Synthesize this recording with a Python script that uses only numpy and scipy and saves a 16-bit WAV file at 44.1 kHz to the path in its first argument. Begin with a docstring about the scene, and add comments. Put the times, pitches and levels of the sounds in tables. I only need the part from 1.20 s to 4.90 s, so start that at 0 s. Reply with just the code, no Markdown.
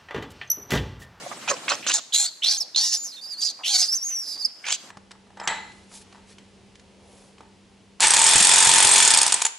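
"""Infant monkey crying on sandy ground

Close by, outdoors: three hoarse barks, five shrill screams, thin wavering whistles between and after
the screams, a last hoarse cry. Two oscillators make the voice: a high squeal, nearly alone in the
whistles, and a slower irregular flutter of the folds that chops the squeal and rasps in the throat.
Shaped noise makes soft grunts and scuffs, scatter off the ground, a faint echo from the trees and a
hiss that sinks as the barks end.
"""
import sys
import numpy as np
from scipy import signal
from scipy.fft import rfft, irfft, next_fast_len
from scipy.io import wavfile
from scipy.ndimage import uniform_filter1d, minimum_filter1d, map_coordinates

SR = 44100
rng = np.random.default_rng(int(sys.argv[2]) if len(sys.argv) > 2 else 0)


def wav_out(sig):
    """Save sig, one row per channel (or a flat mono array), as 16-bit PCM at SR to the path in sys.argv[1]."""
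    wavfile.write(sys.argv[1], SR, np.round(np.clip(np.atleast_2d(sig).T, -1, 1) * 32767).astype(np.int16))


N = 163170

# Pitch of the squeal in the rough cries. Each row: time in seconds, pitch in Hz.
SQUEAL_PITCH = [(.275, 2520), (.66, 2654), (.685, 3300), (.705, 2650), (.74, 3800), (.8, 3500), (.92, 3050),
                (.93, 3820), (.96, 4030), (1.0, 4185), (1.05, 4222), (1.08, 4600), (1.1, 4132),
                (1.218, 2700), (1.235, 3520), (1.26, 3960), (1.29, 4487), (1.31, 4790), (1.36, 4435),
                (1.545, 3794), (1.556, 3705), (1.562, 4200), (1.615, 4590), (1.69, 4490), (1.775, 5000),
                (2.21, 4615), (2.255, 4900), (2.28, 4820), (2.31, 4147), (2.437, 2790), (2.467, 3191),
                (2.487, 4240), (2.54, 4790), (2.565, 4530), (2.59, 4403), (2.61, 5062), (2.68, 4950),
                (3.435, 2196), (3.48, 2494), (3.52, 3337), (3.57, 3265)]


def barks():
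    """Hoarse cries: a torn squeal, a low throat body and a crackly rasp that also rings an octave up."""
    # One list per cry. Each row: time in seconds, relative levels of squeal, low body, high rasp in dB.
    bark_levels = [
        [(.277, -22, -31.5, -41), (.285, -16.5, -28, -34), (.296, -14, -37, -23.5), (.308, -29, -24, -23),
         (.322, -35, -22.5, -37), (.352, -53, -42.5, -41)],
        [(.481, -13, -21, -52), (.487, -12.5, -37, -40), (.497, -18.5, -30, -19.5), (.52, -19.5, -22, -30.5),
         (.556, -33, -45, -36)],
        [(.666, -17, -19.5, -25), (.675, -18.5, -47, -30), (.684, -26, -32, -18.5), (.71, -14.5, -27.5, -29),
         (.73, -26, -56, -27.5), (.743, -30, -34.5, -18.5), (.765, -43, -40, -23), (.797, -30, -40, -38.5)],
        [(3.44, -26, -70, -69), (3.456, -28, -56, -40.5), (3.49, -22.5, -36.5, -33), (3.525, -19, -40, -24.5),
         (3.55, -25, -61, -27.5), (3.567, -42, -52, -45)],
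    ]
    # Throat response. Each row: frequency in Hz, gain in dB.
    bark_throat = [(250, -9), (360, -8), (571, -6), (822, -3), (1140, 2), (2040, -4), (2620, -21),
                   (3890, -1.5), (7170, 0.5), (9190, -14.5), (13000, -34)]
    tone_db, body_db = -9.5, -1.5
    fold_phase, rough, source = folds(jitter=.35, air=.92)
    squeal_hz, = curves(SQUEAL_PITCH)
    source = ragged(source, 4)

    torn = squeal(fold_phase, rough, smear=1.2, chop=.8)
    tone = steady(torn + resonance(source, squeal_hz, width_hz=2300))
    crackle = amp(2.8 * wobble(300))
    octave = resonance(source, 2 * squeal_hz, width_hz=5000)
    rasp = steady(band(source, bark_throat, 3440, 15000) + .24 * octave)
    hum = undertone(fold_phase, rough, step_db=-8)
    body = steady(band(source, bark_throat, 300, 2670) + amp(2.5) * hum)

    tone_gain, body_gain, rasp_gain = np.sum([envelopes(rows) for rows in bark_levels], axis=0)
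    mix = amp(tone_db) * tone_gain * tone + amp(body_db) * body_gain * body + rasp_gain * rasp
    return crackle * mix


def screams():
    """Shrill cries: stuttering squeal and fold pulses ring two throat resonances; buzz below, rasp above."""
    # One list per scream. Each row: time in seconds, then relative levels in dB of the squeal with
    # its resonance and of the upper resonance.
    scream_levels = [
        [(.925, -24.5, -52), (.93, -28, -37), (.935, -24, -41), (.94, -20.5, -25), (.966, -21, -25.5),
         (.975, -29.5, -28), (1.0, -25, -26), (1.02, -29.5, -25), (1.062, -26, -30.5), (1.094, -35.5, -51)],
        [(1.222, -27.5, -67), (1.236, -24.5, -33.5), (1.265, -21.5, -29.5), (1.277, -21.5, -28),
         (1.292, -16, -29.5), (1.31, -28, -24.5), (1.34, -32, -28), (1.378, -48, -35.5)],
        [(1.548, -24.5, -47), (1.558, -30, -41), (1.561, -19.5, -28), (1.585, -19.5, -23.5), (1.612, -25, -26),
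         (1.645, -30.5, -22), (1.69, -37, -25), (1.707, -58, -29.5), (1.745, -27, -21.5), (1.778, -60, -34.5)],
        [(2.207, -39, -35), (2.23, -19.5, -30), (2.25, -26.5, -30), (2.285, -24, -36), (2.316, -39, -38.5)],
        [(2.436, -31.5, -57), (2.448, -29.5, -40), (2.478, -26, -30), (2.535, -25, -26.5), (2.545, -17.5, -21),
         (2.567, -17, -23.5), (2.58, -30, -24), (2.605, -26, -21), (2.642, -18.5, -30.5), (2.68, -62, -35.5)],
    ]
    # One row per scream: relative levels of low buzz, treble rasp and pure squeal in dB (the last
    # before pure_boost_db), upper resonance in Hz.
    timbres = [(-16.5, -1.5, -1, 6630), (-18.5, -7, -5, 5180), (-21.5, -9.5, 4.5, 5500), (-29, -5, 6, 5880),
               (-18, -4.5, -0.5, 5690)]
    # Throat response. Each row: frequency in Hz, gain in dB.
    scream_throat = [(300, -31.5), (750, -18.5), (1200, -23.5), (2400, -11), (7000, -1), (8500, -12.5),
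                     (10500, -21), (15500, -28)]
    pure_boost_db = 8.5
    fold_phase, rough, source = folds(jitter=.15, air=1.0)
    squeal_hz, = curves(SQUEAL_PITCH)
    pure = rough * squeal(fold_phase, rough, smear=.8, chop=.4) * amp(4 * wobble(120))
    source = ragged(source, 3.5)

    bassless = filtered(source, lambda f: 1 - np.exp(-(f / 2400) ** 6))
    ring = resonance(bassless, squeal_hz, width_hz=1900)
    hum = undertone(fold_phase, rough, step_db=-31.5)
    buzz = steady(band(source, scream_throat, 569, 2580)) + hum
    rasp = steady(band(source, scream_throat, 8140, 11700))
    stutter = amp(3.2 * rough * wobble(330))

    out = np.zeros(N)
    for rows, (buzz_db, rasp_db, pure_db, upper_hz) in zip(scream_levels, timbres):
        lower, upper = envelopes(rows)
        out += lower * steady(ring + amp(pure_db + pure_boost_db) * pure)
        out += upper * (resonance(source, upper_hz, width_hz=2700) + amp(rasp_db) * rasp)
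        out += amp(buzz_db) * np.sqrt(lower * upper) * buzz
    return out * stutter


def whistles(tremble=.0057, tear=.063, flicker_db=5, air_db=-18, split=.23, split_hz=850):
    """Thin gliding tone of the high oscillator; it frays and gains a line below as the folds join in."""
    # One list per whistle. Each row: time in seconds, mean pitch in Hz.
    pitches = [
        [(1.375, 6497), (1.386, 6480), (1.4, 5900), (1.412, 5400), (1.422, 5100), (1.434, 4040)],
        [(1.765, 6555), (1.785, 7080), (1.82, 6870), (1.837, 7130), (1.852, 6370), (1.872, 6540), (1.885, 5320),
         (1.915, 4800), (1.93, 4020), (1.955, 4340), (1.97, 3650), (2.005, 3612)],
        [(2.01, 4450), (2.04, 4910), (2.057, 4580), (2.083, 5120), (2.135, 4620), (2.158, 4210), (2.187, 4720),
         (2.215, 4610)],
        [(2.68, 4490), (2.69, 4984), (2.705, 5020), (2.725, 5620), (2.74, 5300), (2.753, 6130), (2.77, 6280),
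         (2.783, 5480), (2.808, 5450), (2.83, 5620), (2.85, 6660), (2.89, 6530), (2.92, 5910), (2.95, 5960),
         (2.975, 5560), (3.0, 5745), (3.04, 5060), (3.1, 5060), (3.16, 4720)],
        [(3.17, 4687), (3.195, 4784), (3.213, 4965), (3.232, 4424), (3.244, 4680), (3.25, 5356), (3.26, 4850),
         (3.27, 4400)],
    ]
    # One list per whistle. Each row: time in seconds, relative level in dB.
    levels = [
        [(1.374, -36), (1.385, -27.5), (1.396, -41), (1.407, -22.5), (1.42, -27), (1.434, -34)],
        [(1.77, -31), (1.79, -35.5), (1.875, -34.5), (1.89, -40), (2.005, -46)],
        [(2.012, -41), (2.045, -36.5), (2.085, -39.5), (2.14, -30), (2.16, -45.5), (2.21, -29.5)],
        [(2.682, -27), (2.696, -21.5), (2.712, -30.5), (2.73, -22), (2.77, -25), (2.8, -37.5), (2.83, -29),
         (2.88, -29.5), (3.0, -30), (3.05, -36), (3.12, -31.5), (3.17, -38)],
        [(3.175, -38), (3.213, -30), (3.246, -30), (3.252, -14.5), (3.26, -21.5), (3.27, -33)],
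    ]
    # Break-up of the tone. Each row: time in seconds, roughness from 0 to 1.
    breakup = [(1.82, 0.27), (1.86, 1), (1.9, 0.62), (2.04, 0.29), (2.70, 0.1), (2.73, 0.78), (2.765, 0.16),
               (2.84, 0.08), (2.885, 0.42), (2.92, 0.1), (3.01, 0.2), (3.05, 0.67), (3.16, 0.7),
               (3.21, 0.3), (3.26, 0.02)]
    # Each row: multiple of the pitch, mean level in dB.
    partials = [(1, 0), (1.5, -29), (2, -19)]
    # Colour of the rasp around the tone. Each row: frequency in Hz, gain in dB.
    air_colour = [(1200, -11.5), (2500, -9), (3500, -19), (6000, 8), (8500, -1.5), (11000, 6.5),
                  (15000, -4.5)]
    rough, = curves(breakup)
    drift = 1 + tremble * wobble(220) + tear * rough * wobble(900)
    fold_hz = split_hz * (1 + .15 * wobble(270))
    fold_phase = 2 * np.pi * np.cumsum(fold_hz) / SR
    flicker = amp(flicker_db * rough * wobble(500))
    noise = ragged(rng.standard_normal(N), 2.5)
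    air = amp(air_db) * band(noise, air_colour, 830, 15000) * (.86 + 2.6 * rough)

    out = np.zeros(N)
    for pitch, level in zip(pitches, levels):
        phase = 2 * np.pi * np.cumsum(curves(pitch)[0] * drift) / SR
        tone = split * rough * np.sin(phase - fold_phase)
        for multiple, db in partials:
            swing_db = 4 * (multiple > 1.2) * wobble(160)  # the fundamental stays even
            tone = tone + amp(db + swing_db) * np.sin(multiple * phase)
        out += envelopes(level)[0] * (steady(tone * flicker) + air)
    swaying = out * amp(1.2 * wobble(50))
    return filtered(swaying, lambda f: 1 / np.sqrt(1 + (f / 10000) ** 6))


def squeal(fold_phase, rough, smear, chop):
    """High oscillator, shaken in phase and chopped in amplitude by the folds."""
    phase = 2 * np.pi * np.cumsum(curves(SQUEAL_PITCH)[0]) / SR
    shaken = np.cos(phase + smear * rough * wobble(600))
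    return unit(shaken * (1 + chop * np.cos(fold_phase + wobble(500))))


def folds(jitter, air):
    """Uneven flutter of the folds: returns phase, roughness, and the pulses and puffs of air released."""
    # Each row: time in seconds, rate in Hz before jitter, roughness from 0 to about 1.
    flutter = [(.305, 600, 0.86), (.322, 578.2, 0.31), (.35, 469, 0.2), (.48, 540.5, .9), (.53, 580, 0.58),
               (.7, 592.6, 0.83), (.76, 904.4, 0.43), (.795, 623, 0.48), (.94, 644, 1.01),
               (1.01, 850, 0.46), (1.05, 700, 0.61), (1.27, 689.7, 0.97), (1.32, 819.6, 0.55),
               (1.58, 782.6, 1), (1.635, 945, 0.25), (1.66, 971, 0.25), (1.76, 852.5, 0.62),
               (2.24, 644.4, 0.6), (2.47, 639, 0.68), (2.51, 851, 0.25), (2.55, 752.3, 0.23),
               (2.58, 740.4, 0.7), (2.62, 721, 0.6), (2.67, 543, 0.5), (3.5, 849.3, 0.6), (3.56, 696, 1)]
    hz, rough = curves(flutter)
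    cycles = np.cumsum(hz * np.exp(jitter * rough ** 2 * wobble(600))) / SR
    # each closure comes a little early or late, which blurs the high harmonics
    cycles = cycles + .028 * wobble(800)
    opening = (.5 + .5 * np.cos(2 * np.pi * cycles)) ** 2
    offset = (cycles - np.round(cycles)) * SR / hz  # samples from the nearest closure
    pulse_gain = amp(3 * rough * wobble(800))
    pulses = unit(np.sinc(offset) * np.exp(-(offset / 5) ** 2) * pulse_gain)
    puffs = air * np.sqrt(np.abs(rough)) * unit((.3 + opening) * rng.standard_normal(N))
    # the throat smears each pulse: delay grows with frequency
    spread = filtered(pulses, lambda f: np.exp(-1j * np.pi * f * f * 1.2e-7))
    return 2 * np.pi * cycles, rough, spread + puffs


def undertone(fold_phase, rough, step_db, count=3):
    """Lowest harmonics of the folds, which stand out where the flutter turns regular."""
    tone = sum(amp(k * step_db) * np.sin((k + 1) * fold_phase) for k in range(count))
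    return unit(tone) * np.clip(1 - rough, 0, 1) ** 2


def resonance(x, hz, width_hz):
    """Throat resonance: x without its bass, through three equal poles whose centre may move."""
    highpass = signal.butter(3, 1500, "highpass", fs=SR, output="sos")
    x = signal.sosfilt(highpass, x)
    turn = np.exp(2j * np.pi * np.cumsum(hz * np.ones(N)) / SR)
    pole = np.exp(-np.pi * abs(width_hz) / SR)
    # shift the centre to 0 Hz, lowpass, shift back
    ringing = turn * signal.lfilter([1], np.poly([pole] * 3), x / turn)
    return steady(unit(np.real(ringing)))


def ragged(x, depth_db, size=5):
    """Chaotic texture: short bright and dull patches scattered over time and spectrum."""
    z = signal.stft(x, nperseg=256)[2]
    patch = np.outer(np.hanning(size + 2), np.hanning(2 * size))
    field = unit(signal.fftconvolve(rng.standard_normal(z.shape), patch, mode="same"))
    return signal.istft(z * amp(depth_db * field), nperseg=256)[1][:N]


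def grunts_and_scuffs(attack_s=.0017, fall_db=14, q=2, grain_db=4):
    """Soft grunts, a thump and scuffs: short bursts of grainy band-passed noise."""
    # Each row: start in seconds, length in seconds, relative level in dB, centre in Hz.
    bursts = [(0.061, 0.013, -34, 683), (0.113, 0.024, -32.5, 1000), (0.117, 0.022, -41, 1730),
              (0.363, 0.024, -39.5, 2830), (.625, 0.16, -37.5, 2563), (1.396, 0.14, -52, 650),
              (1.571, 0.022, -43, 419), (2.391, 0.048, -44, 907), (2.888, 0.12, -50, 2400)]
    out = np.zeros(N)
    for start_s, length_s, db, hz in bursts:
        t = np.maximum(np.arange(N) / SR - start_s, 0)
        grains = rng.standard_normal(N) * amp(grain_db * wobble(500))
        burst = unit(filtered(grains, lambda f: 1 / (1 + 1j * q * (f / hz - hz / (f + 1))) ** 2))
        out += amp(db - fall_db * (t / length_s) ** 2) * np.minimum(t / attack_s, 1) * burst
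    return out


def ground(x, t60_s=.022, size=2000):
    """Quick scatter off the sand and the mother's body, opposite in the two ears, widening the voice."""
    # Colour of the scatter. Each row: frequency in Hz, gain in dB.
    scatter_colour = [(300, -14.5), (2000, -8.5), (5000, -12), (8000, -6), (13000, -4)]
    burst = rng.standard_normal(size) * amp(-60 * np.arange(size) / SR / t60_s)
    scatter = signal.fftconvolve(x, burst / np.linalg.norm(burst))[:N]
    side = filtered(scatter, lambda f: amp(along(scatter_colour, f)))
    return np.array([side, -side])


def trees(x, side=.64, gain_db=2):
    """Faint diffuse echo: decaying noise tails that last longest in the treble."""
    # Each row: frequency in Hz, 60 dB decay time in seconds.
    decay = [(300, 0.23), (1500, 0.18), (4500, 0.63), (8000, 0.96)]
    # Each row: frequency in Hz, gain in dB before gain_db.
    echo_colour = [(300, -2), (2000, -14), (4700, -15.5), (8000, -27), (11000, -23)]
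    hz, t, z = signal.stft(rng.standard_normal((2, SR)), SR, nperseg=256)
    tail = signal.istft(z * amp(-60 * t / along(decay, hz)[:, None]), SR, nperseg=256)[1]
    wet = signal.fftconvolve(x[None], tail / np.linalg.norm(tail[0]), axes=1)[:, :N]
    a, b = filtered(wet, lambda f: amp(along(echo_colour, f)))
    return np.array([a + side * b, a - side * b]) * amp(gain_db)


def hiss():
    """Soft, patchy outdoor noise, nearly mono in the bass."""
    # Each row: time in seconds, mean level in dB.
    hiss_level = [(0, -41), (.6, -40.5), (.72, -46.5), (.84, -53), (1.15, -56.5), (2.3, -54.5), (3.4, -54),
                  (3.7, -48)]
    # Each row: frequency in Hz, relative gain in dB.
    hiss_colour = [(45, -51), (126, -5.5), (284, 0.5), (420, -4), (691, -1.5), (1290, -4), (4310, -8.5),
                   (7650, -8.5), (14300, -29), (15500, -65)]
    # Each row: frequency in Hz, left-right likeness from 0 to 1.
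    alike = [(100, 0.96), (1000, 0.76), (5000, 0.21), (12000, 0.047)]

    def mid_side(hz):
        turn = np.arccos(np.clip(along(alike, hz), -1, 1)) / 2
        return amp(along(hiss_colour, hz)) * [np.cos(turn), np.sin(turn)]

    noise = np.array([ragged(x, 2.2, size=7) for x in rng.standard_normal((2, N))])
    mid, side = filtered(noise, mid_side)
    return unit(np.array([mid + side, mid - side])) * amp(curves(hiss_level)[0] + wobble(35))


def amp(db):
    """Decibels to gain."""
    return 10 ** (np.asarray(db) / 20)


def unit(x):
    """Scale to rms 1."""
    return x / np.sqrt(np.mean(x ** 2) + 1e-20)


def steady(x, size=180):
    """Even out the slow swings of level; size in samples."""
    return x / np.sqrt(np.abs(uniform_filter1d(x * x, size)) + 1e-6)


def along(points, hz):
    """Interpolate (Hz, value) points on a log-frequency axis."""
    f, v = np.transpose(points)
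    return np.interp(np.log(hz + 1), np.log(f + 1), v)


def curves(rows):
    """One value per sample for each column after the time."""
    s, *cols = np.transpose(rows)
    return [np.interp(np.arange(N) / SR, s, c) for c in cols]


def envelopes(rows, edge_s=.005):
    """Gains from dB columns, silent outside the call, with short ramps at its ends."""
    t = np.arange(N) / SR
    inside_s = np.minimum(t - rows[0][0], rows[-1][0] - t)
    gate = np.clip(inside_s / edge_s + .5, 0, 1)
    return [gate * amp(db) for db in curves(rows)]


def wobble(rate):
    """Smooth random curve, rate knots a second."""
    knots = rng.standard_normal(int(N * rate / SR) + 4)
    return map_coordinates(knots, [np.arange(N) * rate / SR])


def filtered(x, response):
    """Multiply the spectrum of x by response(Hz)."""
    m = next_fast_len(N + SR // 2)
    return irfft(rfft(x, m) * response(np.fft.rfftfreq(m, 1 / SR)), m)[..., :N]


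def band(x, colour, lo_hz, hi_hz):
    """One steep-sided band of a coloured sound, at rms 1."""
    def response(f):
        sides = (1 + (lo_hz / (f + 1)) ** 16) * (1 + (f / hi_hz) ** 16)
        return amp(along(colour, f)) / np.sqrt(sides)
    return unit(filtered(x, response))


def scene():
    """The monkey, a touch early and soft on the left, with scatter, echo and background."""
    left_db, right_db, left_lead_s = -.8, .7, 1.7e-5
    monkey = barks() + screams() + whistles() + grunts_and_scuffs()
    ears = np.array([[1], [-1]])  # half the lead on each side
    direct = filtered(monkey, lambda f: np.exp(1j * np.pi * f * left_lead_s * ears))
    return direct * amp([[left_db], [right_db]]) + ground(monkey) + trees(monkey) + hiss()


def record(dry):
    """A fast limiter holds down the sharpest peaks, then everything from top_hz up is cut."""
    ceiling, top_hz = .6, 15750
    need = np.minimum(1, ceiling / (np.abs(dry).max(axis=0) + 1e-9))
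    gain = uniform_filter1d(minimum_filter1d(need, size=61), size=61)
    return filtered(dry * gain, lambda hz: hz < top_hz)


dry = scene()
out = record(dry)
wav_out(out)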